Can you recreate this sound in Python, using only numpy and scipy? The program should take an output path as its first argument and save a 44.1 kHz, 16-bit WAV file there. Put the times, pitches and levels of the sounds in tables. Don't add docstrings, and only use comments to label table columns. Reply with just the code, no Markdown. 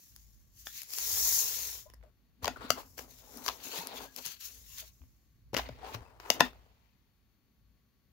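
import sys
import numpy as np
from scipy import signal
from scipy.fft import rfft, irfft, next_fast_len
from scipy.io import wavfile
from scipy.ndimage import uniform_filter1d

SR = 44100
rng = np.random.default_rng(int(sys.argv[2]) if len(sys.argv) > 2 else 0)


def invert_db(level):
    return 10 ** (np.asarray(level, dtype=float) / 20)


def inscribe(sig):
    pcm = np.round(np.clip(np.atleast_2d(sig).T, -1, 1) * 32767)
    wavfile.write(sys.argv[1], SR, pcm.astype(np.int16))


N = 358091


def evened(x):
    return x / np.sqrt(np.mean(x ** 2) + 1e-20)


def peaked(x):
    return x / abs(x).max()


def read(points, hz):
    f, value = np.transpose(points)
    return np.interp(np.log(hz + 1), np.log(f + 1), value)


def track(points, rest):
    start_s, value = np.transpose(points)
    times = np.r_[start_s[0] - .03, start_s, start_s[-1] + .15]
    return np.interp(np.arange(N) / SR, times, np.r_[rest, value, rest])


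def smooth_gain(db):
    return uniform_filter1d(invert_db(db), size=64)


def strokes(rows):
    drop_db, rest_db, hop = 20, -110, 32
    peak, rise, fall, db = np.transpose([row[:4] for row in rows])[:, :, None]
    late = np.arange(0, N + hop, hop) / SR - peak
    level_db = db - drop_db * np.where(late < 0, -late / abs(rise), late / abs(fall))
    loudest_db = np.maximum(level_db.max(0), rest_db)
    return np.repeat(loudest_db, hop)[:N], np.repeat(level_db.argmax(0), hop)[:N]


def convolved(x, taps):
    taps = taps.reshape((1,) * (x.ndim - 1) + (-1,))
    return signal.oaconvolve(x, taps, axes=-1)[..., :x.shape[-1]]


def coloured(x, points):
    gain_db = np.maximum(read(points, abs(np.fft.fftfreq(4096, 1 / SR))), -100)
    log_gain = np.log(invert_db(gain_db))
    return convolved(x, np.fft.ifft(np.exp(np.conj(signal.hilbert(log_gain)))).real[:2048])


def ring(x, modes, stretch=1):
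    t = np.arange(4096) / SR
    taps = sum(invert_db(db) * width * np.exp(-np.pi * width * t) * np.sin(2 * np.pi * hz * stretch * t)
               for hz, width, db in modes)
    return convolved(x, taps)


def above(x, hz):
    return signal.sosfilt(signal.butter(3, hz, "highpass", fs=SR, output="sos"), x)


def edged(x):
    taps = signal.firwin(255, 15720, window=("kaiser", 6), fs=SR)
    return signal.oaconvolve(x, taps[None], "same")


# pitch_hz, likeness [0-1]
LIKENESS = [(60, 0.54), (300, 0.8), (800, 0.67), (2000, 0.35), (6000, 0.026), (15000, 0.087)]
BOX_LAG, TABLE_LAG = 8, 20


def ports(near, other, lag):
    size = next_fast_len(len(near))
    same = np.clip(read(LIKENESS, np.fft.rfftfreq(size, 1 / SR)), 0, 1)
    right = same * rfft(np.roll(near, round(lag)), size) + np.sqrt(1 - same ** 2) * rfft(other, size)
    return np.array([near, irfft(right, size)[:len(near)]])


def leaned(pair, lean_db):
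    g = invert_db(lean_db)
    return pair * np.reshape([g, np.ones_like(g)], (2, -1)) * 2 / np.sqrt(1 + g ** 2)


def slips(per_s, spread_db, clump_db, lag):
    clump = invert_db(clump_db * evened(uniform_filter1d(rng.standard_normal(N), size=400)))
    happens = rng.random(N) < per_s / SR
    size = invert_db(spread_db * np.minimum(rng.exponential(1, N), 5)) * happens * clump
    return ports(size * rng.standard_normal(N), np.roll(size, 60) * rng.standard_normal(N), lag)


def contact(length, linger):
    t = np.arange(4096) / SR
    u = t * SR / length
    touch = u * np.exp(1 - u) ** 1.1
    scrape = linger * (1 - np.exp(-u)) * np.exp(-t / 0.019)
    return ports(*((touch + scrape) * rng.standard_normal((2, 4096))), lag=BOX_LAG)


def add(mix, s, sound):
    part = mix[:, round(s * SR):][:, :sound.shape[1]]
    part += sound[:, :part.shape[1]]


# pitch_hz, level_db [per Hz]
AIR = [(65, -28.5), (110, -13.5), (209, -8.5), (352, -20), (591, -27.5), (1100, -30), (1970, -28.5),
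       (3300, -32), (4430, -31), (5300, -35.5), (6600, -33.5), (8000, -46.5), (12200, -33.5), (15700, -30)]
# pitch_hz, width_hz, level_db [rms]
WHINE = [(1120, 3.5, -93), (4413, 30, -91)]


def floor():
    air = invert_db(-74) * evened(coloured(ports(*rng.standard_normal((2, N)), lag=0), AIR))
    t = np.arange(N) / SR
    for hz, width, db in WHINE:
        wander = np.cumsum(rng.standard_normal(N)) * np.sqrt(2 * np.pi * abs(width) / SR)
        air = air + invert_db(db) * np.sin(2 * np.pi * hz * t + wander)
    return air


# start_s, level_db
RUMBLE = [(0.0, -75), (.09, -58), (.57, -61.5), (.9, -69.5), (1.1, -53), (1.9, -59.5), (2.35, -69.5),
          (2.5, -49), (2.85, -58), (3.39, -61.5), (3.62, -63.5), (4.4, -67), (4.61, -57), (5.2, -67.5),
          (5.6, -50.5), (6.1, -59.5), (7.42, -72.5), (8.12, -73)]
# peak_s, level_db
JOLTS = [
    (1.99, -57.5),
    (2.42, -65),
    (3.48, -58),
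    (3.98, -58),
    (5.02, -56.5),
    (5.61, -46),
    (5.97, -52),
    (6.4, -51),
    (7.618, -61),
    (8.12, -60.5),
]
# pitch_hz, width_hz, level_db
SHAKE = [(59, 6, -1.5), (120, 73, -9)]


def rumble():
    rise_s, fall_s = 0.14, 0.44
    pair = ports(*rng.standard_normal((2, N)), lag=0)
    jolt_db = strokes([(s, rise_s, fall_s, db) for s, db in JOLTS])[0]
    level_db = np.maximum(track(RUMBLE, rest=-70), jolt_db)
    return evened(ring(ring(pair, SHAKE), [(68.94, 65, 0)])) * smooth_gain(level_db)


def mirrored(pair):
    echo_s, drift_s, share = .0006, .00025, 0.33
    t = np.arange(N) / SR
    knots = np.arange(0, t[-1] + 1, .16)
    drift = rng.uniform(-1.1, 1, (2, len(knots)))
    delays = [echo_s + drift_s * np.interp(t, knots, d) for d in drift]
    return np.array([x + share * np.interp(t - delay, t, x) for x, delay in zip(pair, delays)])


# peak_s, rise_s, fall_s, fizz_db, scrape_db [relative]
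SQUEEZES = [
    (0.0, .1, 0.65, -56, -21),
    (0.2, 0.18, 0.31, -60, -21),
    (0.606, 0.085, 0.13, -50.5, -21),
    (0.66, 0.013, 0.18, -43.5, -20),
    (0.782, 0.14, 0.11, -40.5, -13),
]
# start_s, effort_db
DRAG = [
    (0.87, -53),
    (0.93, -39),
    (0.982, -34),
    (1.274, -24.5),
    (1.394, -26),
    (1.502, -32.5),
    (1.666, -35.5),
    (1.8, -45),
    (1.926, -78),
]
# peak_s, rise_s, fall_s, fizz_db, scrape_db [relative]
PULLS = [(2.432, 0.0078, 0.12, -46.5, -3.5), (2.51, 0.099, 0.075, -66, 0), (2.65, 0.085, 0.093, -61, 6),
         (2.72, 0.035, 0.069, -42, -25), (2.80, 0.1, 0.073, -49.5, -11), (2.86, .05, 0.6, -59.5, -29),
         (2.981, 0.013, 0.092, -43, -16), (3.105, 0.061, 0.35, -54.5, -16), (3.19, 0.052, 0.1, -52.5, -15),
         (3.26, 0.35, 0.53, -61, -11), (3.38, 0.26, 0.18, -50, -17), (3.462, 0.065, 0.17, -41.5, -12.5),
         (3.638, 0.028, 0.37, -42, -11), (3.665, 0.063, 0.046, -42, -9), (3.777, 0.2, 0.12, -38, -7),
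         (3.82, 0.091, 0.036, -42, -14), (3.92, 0.35, 0.14, -58.5, 4.5), (3.98, 0.08, 0.032, -43.5, -5),
         (4.04, 0.23, 0.066, -47.5, -8), (4.17, 0.0092, 0.12, -46.5, -16), (4.188, 0.037, 0.018, -40, -11),
         (4.225, 0.15, 0.15, -48, -14), (4.258, 0.042, 0.11, -40, -8.5), (4.32, 0.11, 0.062, -44, -9.5),
         (4.41, 0.024, 0.21, -44, -11), (4.461, 0.065, 0.048, -37.5, -20.5), (4.521, 0.079, 0.59, -52, -21),
         (4.775, 0.28, .05, -46.5, -16.5), (4.785, 0.048, 0.084, -41, -10.5), (4.804, .05, 0.026, -39, -10),
         (4.88, 0.12, 0.04, -52, -13)]
# peak_s, rise_s, fall_s, fizz_db, scrape_db [relative]
BRUSHES = [(5.535, 0.0016, 0.25, -54.5, 1), (5.58, 0.014, 0.075, -41.5, 2.5), (5.6, 0.025, 0.046, -52.5, 5),
           (5.642, .03, 0.17, -65.5, 13), (5.79, .1, 0.44, -80, 11.5), (5.871, 0.12, 0.13, -66.5, 14.5),
           (5.885, 0.043, 0.14, -54.5, -6), (5.946, 0.034, 0.028, -47.5, 3.5), (6.201, 0.004, 0.62, -63, 2),
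           (6.34, 0.071, 0.039, -42, -16.5), (6.355, 0.027, 0.044, -60.5, 10.5),
           (6.454, 0.084, 0.055, -48.5, -1.5), (6.49, 0.05, 0.085, -65.5, 3)]
# pitch_hz, level_db [per Hz]
FIZZ = [(1180, -36), (2000, -19), (2780, -32.5), (3160, -20), (3820, -15.5), (4990, -9), (5440, -5),
        (6570, -3), (7250, -5.5), (8300, -18), (9200, -14.5), (12700, -4.5), (15200, -6.5), (15700, 1)]
# pitch_hz, level_db [per Hz]
SCRAPE = [(590, -30), (1000, -13.5), (1860, -10.5), (2620, -4.5), (2970, -6), (4500, -3), (5850, -27),
          (9900, -120)]
# pitch_hz, level_db [per Hz]
BRUSH = [(530, -31.5), (900, -2), (1440, -19.5), (2060, -11.5), (2890, -13), (4860, -18), (7640, -35),
         (9000, -46), (11700, -74), (19800, -120)]
# start_s, lean_db [left-right]
LEAN = [(0.0, -2), (1.47, 0.5), (2.7, -1), (3.41, 5), (3.9, -0.5), (4.16, 5.5), (5.13, -4), (6.12, -3),
        (6.7, -7.5)]
DRAG_REST_DB = -110


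def foam():
    sheet = SQUEEZES + PULLS
    drag_db = track(DRAG, rest=DRAG_REST_DB)
    fizz_db = np.maximum(strokes(sheet + BRUSHES)[0], drag_db)
    scrape_db, brush_db = (strokes([(s, rise, fall, db + relative) for s, rise, fall, db, relative in rows])[0]
                           for rows in (sheet, BRUSHES))
    scrape_db = np.maximum(scrape_db, np.minimum(drag_db - 18.5, -52.5))
    fizz = evened(coloured(slips(22000, 1.4, 0.8, lag=TABLE_LAG), FIZZ)) * smooth_gain(fizz_db)
    coarse = slips(9000, 0.42, 1.8, lag=TABLE_LAG)
    scrape = evened(coloured(coarse, SCRAPE)) * smooth_gain(scrape_db)
    brush = evened(coloured(coarse, BRUSH)) * smooth_gain(brush_db)
    return leaned(mirrored(fizz + scrape + brush), track(LEAN, rest=3.7))


# start_s, peak_db
BURSTS = [(.1628, -40), (.8186, -26), (.8328, -33), (.9055, -37), (.9364, -22), (.9856, -22.5),
          (1.1275, -28.5), (1.9005, -50), (1.9375, -48), (1.9425, -50), (3.3731, -35), (3.7891, -30.5),
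          (3.8714, -25.5), (4.1631, -26.5), (4.2536, -28.5), (4.2624, -23.5), (4.2801, -33.5),
          (4.7839, -32)]
# pitch_hz, level_db [per Hz]
POP = [(410, -39), (700, -12.5), (4170, -10), (5020, 1.5), (8100, -13), (10700, -0.5), (16800, -11)]


def pops():
    out = np.zeros((2, N))
    for s, peak_db in BURSTS:
        tick = peaked(coloured(contact(18.0, 0.03), POP))
        add(out, s - .0003, leaned(invert_db(peak_db) * tick, 5.5))
    return out


# pitch_hz, t60_s
ROOM = [(100, 0.16), (500, 0.056), (3000, 0.19), (12000, 0.092)]


def room(x):
    taps = np.zeros((2, SR // 2))
    slots = np.arange(260, SR // 2 - 20, 20)
    at = slots + rng.integers(0, 20, (2, len(slots)))
    np.put_along_axis(taps, at, rng.choice([-1., 1.], at.shape), 1)
    hz, t, z = signal.stft(taps, SR, nperseg=256)
    tail = signal.istft(z * invert_db(-60 * t / read(ROOM, hz)[:, None]), SR, nperseg=256)[1]
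    tail = ports(*tail, lag=0)
    return signal.fftconvolve(x.mean(0)[None], tail / np.linalg.norm(tail[0]), axes=1)[:, :N]


# start_s, peak_db, ring_db [relative], crack_db [relative], panel_hz
FLICK = [
    (.6700, -21, -44, -14.5, 856),
]
FAR_SNAPS = [
    (1.9, -42, -17, -14, 397),
    (1.937, -41, -7.5, -19, 550),
    (2.012, -53, -13, -30, 600),
    (2.028, -47, -10, -33, 626),
    (5.018, -46, -14, -20, 439),
    (5.038, -52, -14, -24, 600),
    (6.532, -40, -12, -16, 641),
]
FLAP_SNAPS = [(2.43, -40, -18, -14, 746), (2.4445, -19, 0.5, -9.5, 1046), (2.448, -31, -11, -8, 1070),
              (2.456, -26.5, 0.5, -1.5, 1000), (2.47, -28, 2, -12, 900), (2.98, -31.5, -15, -13.5, 1200),
              (2.99, -27, -9.5, -18, 474), (2.993, -30.5, -6, -11, 577), (3.4627, -25, -11, -3.5, 900),
              (3.4808, -16.5, -17, -7.5, 755), (3.4868, -16.5, -10.5, -8.5, 900),
              (3.4968, -25, -16, -17, 810)]
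FLAP_SLAP = [
    (2.479, -12.5, -3, -12, 712),
]
RELEASE = [
    (2.695, -37.5, -25.5, -7, 696),
    (2.7037, -4.5, -16.5, -15, 680),
    (2.7052, -4, -14.5, -13, 1446),
]
WALL_SNAPS = [(5.5315, -41, 16, -12, 568), (5.543, -21, 0.5, -10, 536), (5.547, -18, -13.5, -13, 820),
              (5.5505, -35, -10, -19, 690), (5.57, -26, -12, -2, 900), (5.576, -19, -12.5, -10, 507),
              (5.585, -26.5, -3, -7, 750), (5.592, -24.5, 3.5, -26.5, 765), (5.689, -36, 7, -13, 656),
              (5.944, -30, -8.5, -12.5, 980), (5.9475, -29.5, -19, -8, 1040),
              (5.951, -31.5, -13.5, -21, 900), (6.007, -44.5, 1, -20, 676), (6.2, -34.5, -30, -13.5, 1020),
              (6.397, -27.5, 0, -11.5, 830), (6.4036, -18, -15, -7, 900)]
WALL_SLAP = [
    (5.5669, -11, -23.5, -17.5, 516),
]
FIRST_KNOCK = [
    (6.3024, -2.5, -10, -7, 703.4),
]
SECOND_KNOCK = [
    (6.406, -4, -30.5, -10.5, 705),
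    (6.4071, 1.5, -11.5, -23.5, 705),
]
# pitch_hz, width_hz, level_db
FLICK_MODES = [(856, 68, -6), (1750, 270, 1.5), (2500, 270, -8), (3400, 280, 2), (5040, 270, -10),
               (5450, 300, -4)]
BOX = [(239, 60, -16), (422, 110, 12), (730, 66, 6), (1070, 210, 4), (1390, 710, 8.5), (1960, 430, 3.5),
       (2380, 280, -7), (3180, 270, -18.5)]
RELEASE_MODES = [(689, 240, -3.5), (1420, 280, 1.5), (2190, 200, -6), (3060, 500, -5), (4720, 170, -2),
                 (5100, 260, -3), (5800, 270, -4), (7194, 280, -11.5)]
WALL_MODES = [(514, 380, -2.5), (1360, 240, 0), (2050, 290, 0), (2850, 310, 6.5), (4780, 410, -10),
              (6550, 300, -11), (7150, 300, -12.5)]
FIRST_MODES = [(670, 240, -5), (1364, 200, -7), (2180, 200, -7), (2775, 270, 4), (3170, 170, -4.5),
               (4130, 300, -6.5), (5200, 350, -0.5), (5660, 130, -3), (6070, 250, -6)]
SECOND_MODES = [(250, 24, -14), (479, 100, -10), (705, 46, 0), (1020, 90, -1), (1460, 110, -3.5),
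                (1855, 150, 0.5), (2550, 350, -6.5), (3470, 160, -9), (4680, 130, -14), (5600, 77, -23),
                (6500, 100, -19)]
# pitch_hz, level_db [per Hz]
CRACK = [(1760, -51.5), (3000, -2.5), (4060, -8), (4660, -1.5), (6000, -1.5), (8240, -21), (12300, -11.5),
         (14600, -10), (16800, -32.5)]


def snap(out, row, lean_db, body, edge, stretch):
    s, peak_db, ring_db, crack_db, hz = row
    burst = contact(43, .018)
    crack = coloured(burst, CRACK)
    burst[:, 30] += edge
    panel = above(ring(burst[[0, 0]], [(hz, 210, 0), (258, 40, -8)]), 170)
    modes = above(ring(burst, body, stretch), 230)
    sound = invert_db(crack_db + 12.5) * peaked(crack) + invert_db(3.0) * peaked(modes)
    fade = invert_db(peak_db - 10.0) * np.linspace(1, 0, sound.shape[1])
    add(out, s - .0006, leaned(sound * fade, lean_db))
    add(out, s - .0006 + .0017, leaned(invert_db(ring_db + 1.5) * peaked(panel) * fade, lean_db))


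def snaps():
    out = np.zeros((2, N))
    soft, hard = 5, 15
    for rows, lean_db in ((FAR_SNAPS, -17.5), (FLAP_SNAPS, 3), (WALL_SNAPS, 3.5)):
        for row in rows:
            snap(out, row, lean_db, BOX[2:], soft, rng.uniform(1.0, 1.04))
    for rows, lean_db, body in ((FLICK, 0.0, FLICK_MODES), (FLAP_SLAP, 3, SECOND_MODES),
                                (RELEASE, 4.2, RELEASE_MODES), (WALL_SLAP, 3.5, WALL_MODES),
                                (FIRST_KNOCK, 4.0, FIRST_MODES), (SECOND_KNOCK, 4.0, SECOND_MODES)):
        for row in rows:
            snap(out, row, lean_db, body, hard, 1)
    return out


def resonate(x, hz, width):
    turn, r = np.exp(2j * np.pi * np.cumsum(hz) / SR), np.exp(-np.pi * width / SR)
    return 2 * (turn * signal.lfilter([1 - r], [1, -r], x / turn)).real


# peak_s, rise_s, fall_s, level_db, gap_hz
SIDE_PULLS = [(1.858, 0.011, 0.25, -75.5, 844), (2.032, 0.006, 0.079, -66.5, 585),
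              (2.424, 0.0065, 0.24, -51.5, 766), (2.51, 0.074, 0.13, -58, 839),
              (2.561, .002, 0.11, -52, 1260), (2.608, 0.002, .15, -48, 1040),
              (2.655, 0.087, 0.074, -49, 1064), (2.78, 0.039, .066, -44.5, 850),
              (2.99, 0.024, 0.14, -56, 660), (3.372, 0.22, .3, -58, 666), (3.48, 0.17, 0.16, -51, 880),
              (3.774, 0.15, 0.28, -48, 839), (3.93, 0.18, 0.17, -52.5, 780),
              (4.054, 0.81, 0.033, -51.5, 730), (4.185, 0.028, .04, -51, 651.4),
              (4.27, 0.066, .1, -64, 900), (4.5, .2, .5, -76.5, 500), (4.834, 0.12, 0.061, -68, 699)]
# peak_s, rise_s, fall_s, level_db, gap_hz
SIDE_PRESSES = [(5.534, 0.002, 0.29, -52, 504.5), (5.595, .035, 0.23, -54, 725), (5.85, 0.1, 0.4, -52, 800),
                (5.949, .15, .073, -56.5, 886), (6.203, 0.004, 0.1, -58, 888), (6.275, 0.09, 0.2, -50, 960),
                (6.37, 0.12, 0.11, -49, 718), (6.45, .1, .07, -46, 823), (6.53, .06, 0.3, -67, 657.5)]
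# peak_s, rise_s, fall_s, level_db
FLEXES = [(2.424, 0.0066, .3, -65), (2.51, 0.088, 0.024, -48.5), (2.65, 0.06, 0.081, -52),
          (2.76, 0.41, 0.14, -57.5), (3.02, 0.15, 0.19, -65), (3.372, 0.084, 0.13, -55.5),
          (3.66, 0.028, 0.047, -51.5), (4.054, 0.91, 0.097, -60.5), (4.178, 0.023, 0.094, -59.5),
          (4.5, 0.12, 0.38, -77), (5.02, 0.017, 0.089, -68), (5.534, 0.0022, 0.08, -41.5),
          (5.7, 0.071, 0.15, -60.5), (5.97, 0.39, 0.15, -61.5), (6.352, 0.087, 0.21, -56.5),
          (6.411, 0.005, 0.05, -31), (6.52, 0.054, 0.27, -76)]
# pitch_hz, width_hz, level_db
PANEL = [(253, 19, 0)]


def walls():
    rows = SIDE_PULLS + SIDE_PRESSES
    drive = slips(4000, 1.0, 2.0, lag=BOX_LAG)
    level_db, which = strokes(rows)
    effort_db = track(DRAG, rest=DRAG_REST_DB)
    drag_db = np.where(effort_db > DRAG_REST_DB + 1, -36 + 0.78 * effort_db, DRAG_REST_DB)
    gap_hz = np.where(drag_db > level_db, 900, np.array(rows)[which, -1])
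    gap = evened(resonate(drive, uniform_filter1d(gap_hz, size=1500), 370))
    panels = 0.32 * evened(ring(drive, BOX[2:5])) - 0.66 * evened(ring(drive, BOX[1:2]))
    sides = evened(above(gap + panels, 280)) * smooth_gain(np.maximum(level_db, drag_db))
    bottom_db = np.maximum(strokes(FLEXES)[0], drag_db - 18.5)
    bottom = evened(above(ring(drive, PANEL), 120)) * smooth_gain(bottom_db)
    return leaned(sides + bottom, 3.1)


# start_s, length_s, pitch_hz, level_db
CREAKS = [(1.123, .12, 6900, -53), (1.217, 0.051, 5530, -38), (1.38, 0.048, 6630, -29.5),
          (1.855, 0.021, 630, -55.5), (1.856, 0.047, 1003, -63), (2.026, 0.046, 608, -59.5),
          (2.505, 0.022, 1960, -56), (2.557, 0.016, 1410, -45.5), (2.606, 0.085, 1420, -52),
          (2.607, 0.058, 900, -61), (2.772, 0.025, 1080, -46), (3.265, 0.047, 856, -62),
          (3.65, .025, 6550, -49), (3.77, 0.021, 2700, -44), (3.801, 0.036, 935, -42.5),
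          (3.91, 0.052, 835, -48), (3.965, 0.022, 3470, -43.5), (4.069, 0.059, 1650, -64),
          (4.172, 0.025, 504, -60), (4.255, 0.048, 6500, -45.5), (4.446, 0.027, 6400, -60),
          (4.672, 0.11, 2780, -63), (4.683, 0.17, 1077, -71.5), (4.825, 0.02, 643, -55.5),
          (5.825, 0.047, 776, -44.5), (5.837, .08, 2570, -78), (5.875, 0.045, 880, -47.5),
          (6.01, 0.11, 4930, -75), (6.044, 0.051, 2600, -71), (6.393, 0.013, 800, -33)]


def creaks():
    out = np.zeros((2, N))
    for s, length, hz, db in CREAKS:
        width = .045 * hz
        t = np.arange(round(2 * length * SR)) / SR
        rub = ports(*rng.standard_normal((2, len(t))), lag=2)
        sung = evened(ring(ring(rub, [(hz, width, 0)]), [(hz, 3 * width, 0)]))
        add(out, s, invert_db(db) * sung * signal.windows.tukey(len(t), .2) * np.exp(-(t / length) ** 2))
    return leaned(invert_db(-5.0) * out, 3.5)


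# start_s, peak_db, pitch_hz
THUDS = [(1.131, -47.5, 74.4), (2.431, -40.5, 78.5), (2.699, -47.5, 120), (3.787, -49.5, 177),
         (4.261, -58, 149), (5.009, -47, 71.6), (5.532, -39.5, 124.3), (5.701, -45.5, 122),
         (5.948, -39.5, 113), (6.008, -45.5, 75), (6.402, -39.5, 153)]


def thuds():
    out, t = np.zeros((2, N)), np.arange(8192) / SR
    for s, peak_db, hz in THUDS:
        push = (1 - np.exp(-t / 0.00064)) * np.exp(-t / .019) * np.sin(2 * np.pi * hz * t)
        add(out, s, leaned(invert_db(peak_db) * peaked(np.array([push, push])), 3.5))
    return out


def scene():
    hits = snaps() + pops()
    steady = edged(invert_db(-10.5) * room(hits) + foam() + floor())
    return hits + steady + walls() + creaks() + thuds() + rumble()


def top_cut(x):
    return signal.sosfilt(signal.butter(12, 17000, fs=SR, output="sos"), x)


# pitch_hz, lean_db [left-right]
PORT_LEAN = [(60, 1), (700, 3), (2400, 4.5), (8100, 6), (15000, 3)]


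def record(dry):
    size = next_fast_len(N)
    lean = invert_db(read(PORT_LEAN, np.fft.rfftfreq(size, 1 / SR)) / 2)
    heard = irfft(rfft(above(dry, 50), size) * np.array([lean, 1 / lean]), size)[:, :N]
    heard = .95 * np.tanh(heard / .95)
    heard = signal.oaconvolve(heard, signal.firwin(255, 16900, fs=SR)[None], "same")
    return top_cut(heard)


dry = scene()
out = record(dry)
inscribe(out)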